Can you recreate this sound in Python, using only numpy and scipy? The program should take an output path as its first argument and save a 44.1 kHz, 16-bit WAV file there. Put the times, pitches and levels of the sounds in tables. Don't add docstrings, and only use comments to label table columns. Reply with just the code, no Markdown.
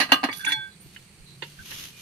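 import sys
import numpy as np
from scipy import signal
from scipy.fft import rfft, irfft, next_fast_len
from scipy.io import wavfile

SR = 44100
rng = np.random.default_rng(int(sys.argv[2]) if len(sys.argv) > 2 else 0)


def digitize_waveform(pressure):
    field = np.atleast_2d(pressure).T
    bounded = np.clip(field, -1, 1)
    quanta = np.round(bounded * 32767).astype(np.int16)
    wavfile.write(sys.argv[1], SR, quanta)


N = 88949
T, HZ = np.arange(N) / SR, np.fft.rfftfreq(N, 1 / SR)

# t/s, relative level/dB, bass/dB per filter pass, treble/dB per filter pass,
# decay-time factor, ring level/dB, ring tilt/(dB per octave)
KNOCKS = [(0.001, -16.5, 3, 9.5, 1.09, -15.5, -4.5), (0.010, -23.5, -25, -3, 0.73, -34, 18),
          (0.023, -37, -6, 10.5, 0.22, -13, 6), (0.091, -38, 2.5, 1, 3, -53, -7),
          (0.1189, -12.5, 4, 6, 0.79, 5, 3.1), (0.231, -29.5, 3, 1.5, 1.56, -29.5, -13),
          (0.2381, -19.5, 4.5, 6.5, 0.53, -10.5, 1.5), (0.242, -40, -5, -3, 0.67, -28, -12),
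          (0.2445, -30.5, 22, 19.5, 0.45, -41, -6), (0.2874, -27.5, 1.5, -22, 0.4, -46, -13)]
# f/Hz, level/dB per filter pass
KNOCK_SPECTRUM = [(60, -35), (170, -12.5), (265, -1.5), (400, -9), (600, -5.5), (800, -5.5), (1150, -2.5),
                  (1400, -5.5), (1650, -1.5), (2400, -6), (2850, -5.5), (3700, -10.5), (4400, -6),
                  (5300, -15.5), (6100, -15), (7700, -25), (10000, -21), (12500, -24), (15500, -54)]
# f/Hz, T60/s
KNOCK_T60 = [(250, 0.12), (900, 0.15), (3000, 0.13), (12000, 0.097)]
# f/Hz, level/dB, T60/s, left minus right/dB
CASING_MODES = [(268, -21, .11, 0), (763, -20.5, .09, 0), (832, -21, .095, 1), (1082, -21.5, .11, -2),
                (1207, -26.5, .39, -4), (1241, -21, .14, -1), (1585, -20, .14, -6), (1989, -27, .12, -3),
                (2739, -18.5, .10, -3), (2783, -20, .1, -4), (2876, -17, .13, 1), (2952, -23, .11, 0),
                (3015, -22, .12, 0), (3455, -26, .11, -6), (4259, -27, .10, -4), (6132, -42, .1, 4),
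                (8371, -47, .15, -10), (10285, -44, .13, -8), (13148, -39, .12, -4), (13370, -40, .10, -3)]
# f/Hz, level/dB
HUM_SPECTRUM = [(25, -15), (90, -12), (118, -6), (195, -4.5), (260, -22), (350, -15), (550, -26),
                (1500, -26.5), (2400, -21), (3500, -32.5), (4400, -19), (5300, -36), (7200, -30),
                (8700, -21.5), (10500, -36), (13500, -54)]
CLINKS = [(0.288, -52, 9, 10, 0.87, -22, -8), (0.3275, -29.5, -18, -4, 0.18, -20, 7.5),
          (0.406, -52.5, -12, 3, 2.9, -23, 5), (0.4504, -23, -2, 8.5, 0.21, -30, -13),
          (0.4635, -32, 3.5, -6.5, 1.7, -3.5, -3), (0.489, -32.5, 3.5, 3, 2.1, -26, 11),
          (0.5059, -31.5, 1, -6, 0.73, -18, -5), (0.5202, -22.5, 2, 3, 0.54, 1, -1)]
# f/Hz, level/dB per filter pass
CLINK_SPECTRUM = [(170, -21.5), (280, 4), (480, -12.5), (900, 4), (1200, -5.5), (1600, 6), (2450, 4.5),
                  (2950, -1), (4200, 2), (5400, -7), (6400, -2.5), (7600, -9.5), (10200, -6), (12500, -19),
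                  (15500, -64)]
# f/Hz, level/dB, T60/s, left minus right/dB, beat rate/Hz,
# half the beat amplitude/dB (negative swells after the hit)
GEAR_MODES = [(868, -37.5, .29, 5, 9, -4), (1570, -28.5, .52, -6, 4, -3), (1590, -34, .2, -5, 0, 0),
              (2229, -36.5, .36, -10, 7, 2), (3440, -21, .32, -1, 9, 1.5), (4237, -32.5, .17, -8, 14, -2),
              (5588, -40.5, .14, -7, 0, 0), (8382, -45, .18, -10, 22, 2), (13250, -48, .16, -4, 0, 0)]
# t/s, duration/s, f/Hz, bandwidth/Hz, level/dB
SQUEAKS = [(0.294, 0.042, 2228, 39.5, -34), (0.314, 0.021, 4660, 120, -39.5),
           (0.393, 0.049, 1604, 119, -38), (0.433, 0.04, 1552, 40, -35), (0.447, 0.0084, 2465, 298, -23.5),
           (0.468, 0.046, 1580, 47, -21), (0.472, 0.087, 13200, 303, -48), (0.473, 0.043, 9780, 260, -37),
           (0.37, 0.049, 9700, 350, -44), (0.361, 0.047, 11600, 700, -41), (0.368, 0.055, 13800, 900, -54),
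           (0.711, 0.055, 3980, 150, -57.5), (1.261, 0.13, 4020, 380, -53),
           (1.587, 0.044, 1590, 109, -43.5), (1.927, 0.27, 2413, 35, -55), (0.8, 0.048, 9280, 79, -51),
           (0.808, 0.098, 13400, 120, -59.5)]
SCRAPE_ENVELOPE = [(0, -59.5), (0.31, -61), (0.335, -44.5), (0.358, -47), (0.372, -40), (0.395, -42.5),
                   (0.425, -49), (0.5, -69)]
SCRAPE_SPECTRUM = [(300, -26.5), (1500, -8), (4980, 1), (5450, -6), (6000, 1), (7700, -14.5), (9900, -3),
                   (11900, -4.5), (13000, -28), (14000, -13), (15500, -23)]
BUMPS = [(0.845, 0.044, 124, 70, -47), (0.557, 0.058, 150, 40, -49), (1.188, 0.071, 30, 47, -49),
         (1.212, 0.38, 146, 7.4, -50), (1.578, 0.062, 82, 106, -47)]
SLIDE_ENVELOPE = [(0.75, -68), (0.95, -54.5), (1.1, -64), (1.38, -60.5), (1.48, -51), (1.57, -55.5),
                  (1.64, -49), (1.71, -39.5), (1.8, -38.5), (1.86, -40.5), (1.94, -54), (2.01, -47)]
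SLIDE_SPECTRUM = [(250, -4.5), (700, -19.5), (1300, -9), (2000, -8), (2900, 2), (4700, -5), (6300, -4),
                  (7800, -17.5), (9300, -15), (11300, -6.5), (13500, -13), (15500, -21)]
SLIDE_BALANCE = [(500, 1), (2500, -2.5), (5000, -1), (7000, 11), (8400, -4), (11500, -9), (15000, 6.5)]  # f/Hz, left minus right/dB
TAPS = [(0.9616, -41, -19, -19, 0.29, -27), (1.4228, -30.5, 1, 8, 0.68, -2),
        (1.715, -40, -5.5, -11, 0.89, -23)]
# f/Hz, level/dB per filter pass
TAP_SPECTRUM = [(120, -30), (330, -4), (560, -3), (700, -11.5), (930, -2), (1220, -8), (1600, -4),
                (2000, -1.5), (2350, -10), (2740, 0), (3200, -6), (4600, -7.5), (5300, -35), (7000, -16.5),
                (8000, -48), (15000, -46)]
RIM_MODES = [(930, -33, .07, 0), (1983, -41, .07, -3), (2730, -33, .09, -5), (4608, -44, .06, -3)]
COHERENCE = [(30, 0.26), (120, 1), (350, 0.95), (700, 0.65), (1300, 0.3), (3000, 0.092), (12000, 0.05)]  # f/Hz, left-right correlation
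BALANCE = [(300, -0.5), (800, -3), (1500, -3.5), (3000, -9.5), (4500, -7.5), (6500, -3), (9000, -5.5),
           (13000, -22)]


def amp(db):
    return 10 ** (np.asarray(db) / 20)


def unit_rms(x):
    return x / np.sqrt(np.mean(x ** 2) + 1e-20)


def curve(points, hz=HZ):
    f, value = np.transpose(points)
    return np.interp(np.log(hz + 1), np.log(f + 1), value)


def pan(db):
    return amp(np.array([[.5], [-.5]]) * db)


def noise(gain, balance=BALANCE):
    left, independent = rfft(rng.standard_normal((2, N)))
    coherence = curve(COHERENCE)
    right = coherence * left + np.sqrt(1 - coherence ** 2) * independent
    return unit_rms(irfft(np.array([left, right]) * gain * pan(curve(balance)), N))


def ripple(depth_db=3.5, spacing_hz=116, onset_hz=1560):
    lag = np.fft.rfftfreq(len(HZ), HZ[1])
    smoothing = np.exp(-(lag * spacing_hz) ** 2)
    peaks = unit_rms(irfft(rfft(rng.standard_normal((2, len(HZ)))) * smoothing, len(HZ)))
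    return depth_db * np.clip(peaks, -2, 2) * HZ ** 2 / (HZ ** 2 + onset_hz ** 2)


def body_filter(x, db):
    cepstrum = irfft(np.log(unit_rms(amp(db))), N)
    causal = cepstrum * (1 + np.sign(np.fft.fftfreq(N)))
    return irfft(rfft(x) * np.exp(rfft(causal)), N)


def impact(spectrum_db, t60, start, db, bass_db, treble_db, decay, bass_hz=955, treble_hz=4800):
    bass = bass_db / (1 + (HZ / bass_hz) ** 4)
    treble = treble_db / (1 + (treble_hz / (HZ + 1)) ** 4)
    pass_db = spectrum_db + bass + treble
    hz, t, frames = signal.stft(noise(1), SR, nperseg=256)
    fade = amp(-60 * np.maximum(t - start, 0) / (decay * curve(t60, hz)[:, None]))
    burst = signal.istft(frames * fade, SR, nperseg=256)[1][:, :N]
    crack = (T >= start) * amp(2 * np.exp(-abs(T - start) / 0.0027))
    return amp(db) * body_filter(body_filter(crack * burst, pass_db), pass_db)


def ring(modes, hits, sag_hz=0, sag_s=0.017, rise_s=0.0011):
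    out = np.zeros((2, N))
    times = np.array([hit[0] for hit in hits])
    latest_hit = times[np.maximum(np.searchsorted(times, T) - 1, 0)]
    age = np.maximum(T - latest_hit, 0)
    rise = np.exp(-1 / (rise_s * SR))
    for hz, db, t60, pan_db, *beating in modes:
        beat_hz, half_beat_db = beating or (0, 0)
        octaves = np.clip(np.log2(hz / 2500), -1.6, 1.6)
        energy_in = np.zeros(N)
        for start, hit_db, tilt in hits:
            energy_in[round(start * SR)] += amp(hit_db + tilt * octaves) ** 2
        energy = signal.lfilter([1], [1, -amp(-60 / (t60 * SR)) ** 2], energy_in)
        beat = amp(2 * half_beat_db * np.cos(2 * np.pi * beat_hz * age))
        envelope = signal.lfilter([1 - rise], [1, -rise], np.sqrt(energy) * beat)
        ear_phase = np.array([[0], [rng.choice([-1, 1]) * np.arccos(curve(COHERENCE, hz))]])
        cycles = np.cumsum(hz + sag_hz * np.exp(-age / sag_s)) / SR
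        tone = np.sin(2 * np.pi * (cycles + rng.random()) + ear_phase)
        out += amp(db) * pan(pan_db) * envelope * tone
    return out


def resonance(start, duration, hz, width_hz, db, skew=1, fall=0, evenness=0.95):
    arch = np.sin(np.pi * np.clip((T - start) / duration, 0, 1) ** skew) ** 2
    band = noise(1 / (1 + (2 * (HZ - hz) / width_hz) ** 2))
    analytic = signal.hilbert(band, next_fast_len(N))[:, :N]
    centre_s = np.average(T, weights=arch)
    glide = analytic * np.exp(-1j * np.pi * fall * hz / duration * (T - centre_s) ** 2)
    steady = glide.real / (abs(glide).mean(0) + 1e-9) ** evenness
    return amp(db) * unit_rms(steady * np.sqrt(arch)) * np.sqrt(arch.mean())


def friction(spectrum_db, envelope, balance, flutter_hz, flutter_db):
    hiss = noise(amp(spectrum_db), balance)
    flutter = unit_rms(irfft(rfft(rng.standard_normal(N)) / (1 + (HZ / flutter_hz) ** 4), N))
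    return hiss * amp(np.interp(T, *np.transpose(envelope)) + flutter_db * flutter)


def casing_knocks():
    spectrum_db = curve(KNOCK_SPECTRUM) + ripple()
    clatter = sum(impact(spectrum_db, KNOCK_T60, *row[:5]) for row in KNOCKS)
    return clatter + ring(CASING_MODES, [(t, db, tilt) for t, *_, db, tilt in KNOCKS])


def reverberation(x, db=-20.5, t60=0.26, cutoff_hz=4000, delay_s=0.006):
    tail = noise(1 / (1 + (HZ / cutoff_hz) ** 2) ** .5) * amp(-60 * T / t60) * (T > delay_s)
    tail /= np.linalg.norm(tail, axis=1, keepdims=True)
    return amp(db) * signal.fftconvolve(x, tail, axes=1)[:, :N]


def workshop_hum(db=-52.5):
    return amp(db) * noise(amp(curve(HUM_SPECTRUM)), balance=[(200, -2.4), (4000, -4.0)])


def gear_clinks(t60=0.091, grip_s=0.68, grip_db_per_s=90):
    spectrum_db = curve(CLINK_SPECTRUM) + ripple()
    clinks = sum(impact(spectrum_db, [(1, t60)], *row[:5]) for row in CLINKS)
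    ringing = ring(GEAR_MODES, [(t, db, tilt) for t, *_, db, tilt in CLINKS], sag_hz=18.96)
    return clinks + ringing * amp(-grip_db_per_s * np.maximum(T - grip_s, 0))


def steel_squeaks():
    return sum(resonance(*row, skew=0.47, fall=0.019) for row in SQUEAKS)


def bore_scrape():
    spectrum_db = curve(SCRAPE_SPECTRUM) + 0.91 * ripple()
    return friction(spectrum_db, SCRAPE_ENVELOPE, BALANCE, flutter_hz=120, flutter_db=4.0)


def tyre_bumps():
    return sum(resonance(*row) for row in BUMPS)


def tyre_slide():
    return friction(curve(SLIDE_SPECTRUM), SLIDE_ENVELOPE, SLIDE_BALANCE, flutter_hz=94, flutter_db=1.6)


def rim_taps(t60=0.11):
    spectrum_db = curve(TAP_SPECTRUM) + ripple()
    taps = sum(impact(spectrum_db, [(1, t60)], *row[:5]) for row in TAPS)
    return taps + ring(RIM_MODES, [(t, db, 0) for t, *_, db in TAPS])


def scene():
    metal = casing_knocks() + gear_clinks() + rim_taps() + bore_scrape() + tyre_slide() + steel_squeaks()
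    return metal + tyre_bumps() + reverberation(metal) + workshop_hum()


def record(dry):
    ceiling, cutoff_hz = 0.85, 15700
    rounded = dry / (1 + (dry / ceiling) ** 6) ** (1 / 6)
    lowpass = signal.firwin(511, cutoff_hz, window=("kaiser", 9), fs=SR)
    return signal.oaconvolve(rounded, lowpass[None], "same")


dry = scene()
out = record(dry)
digitize_waveform(out)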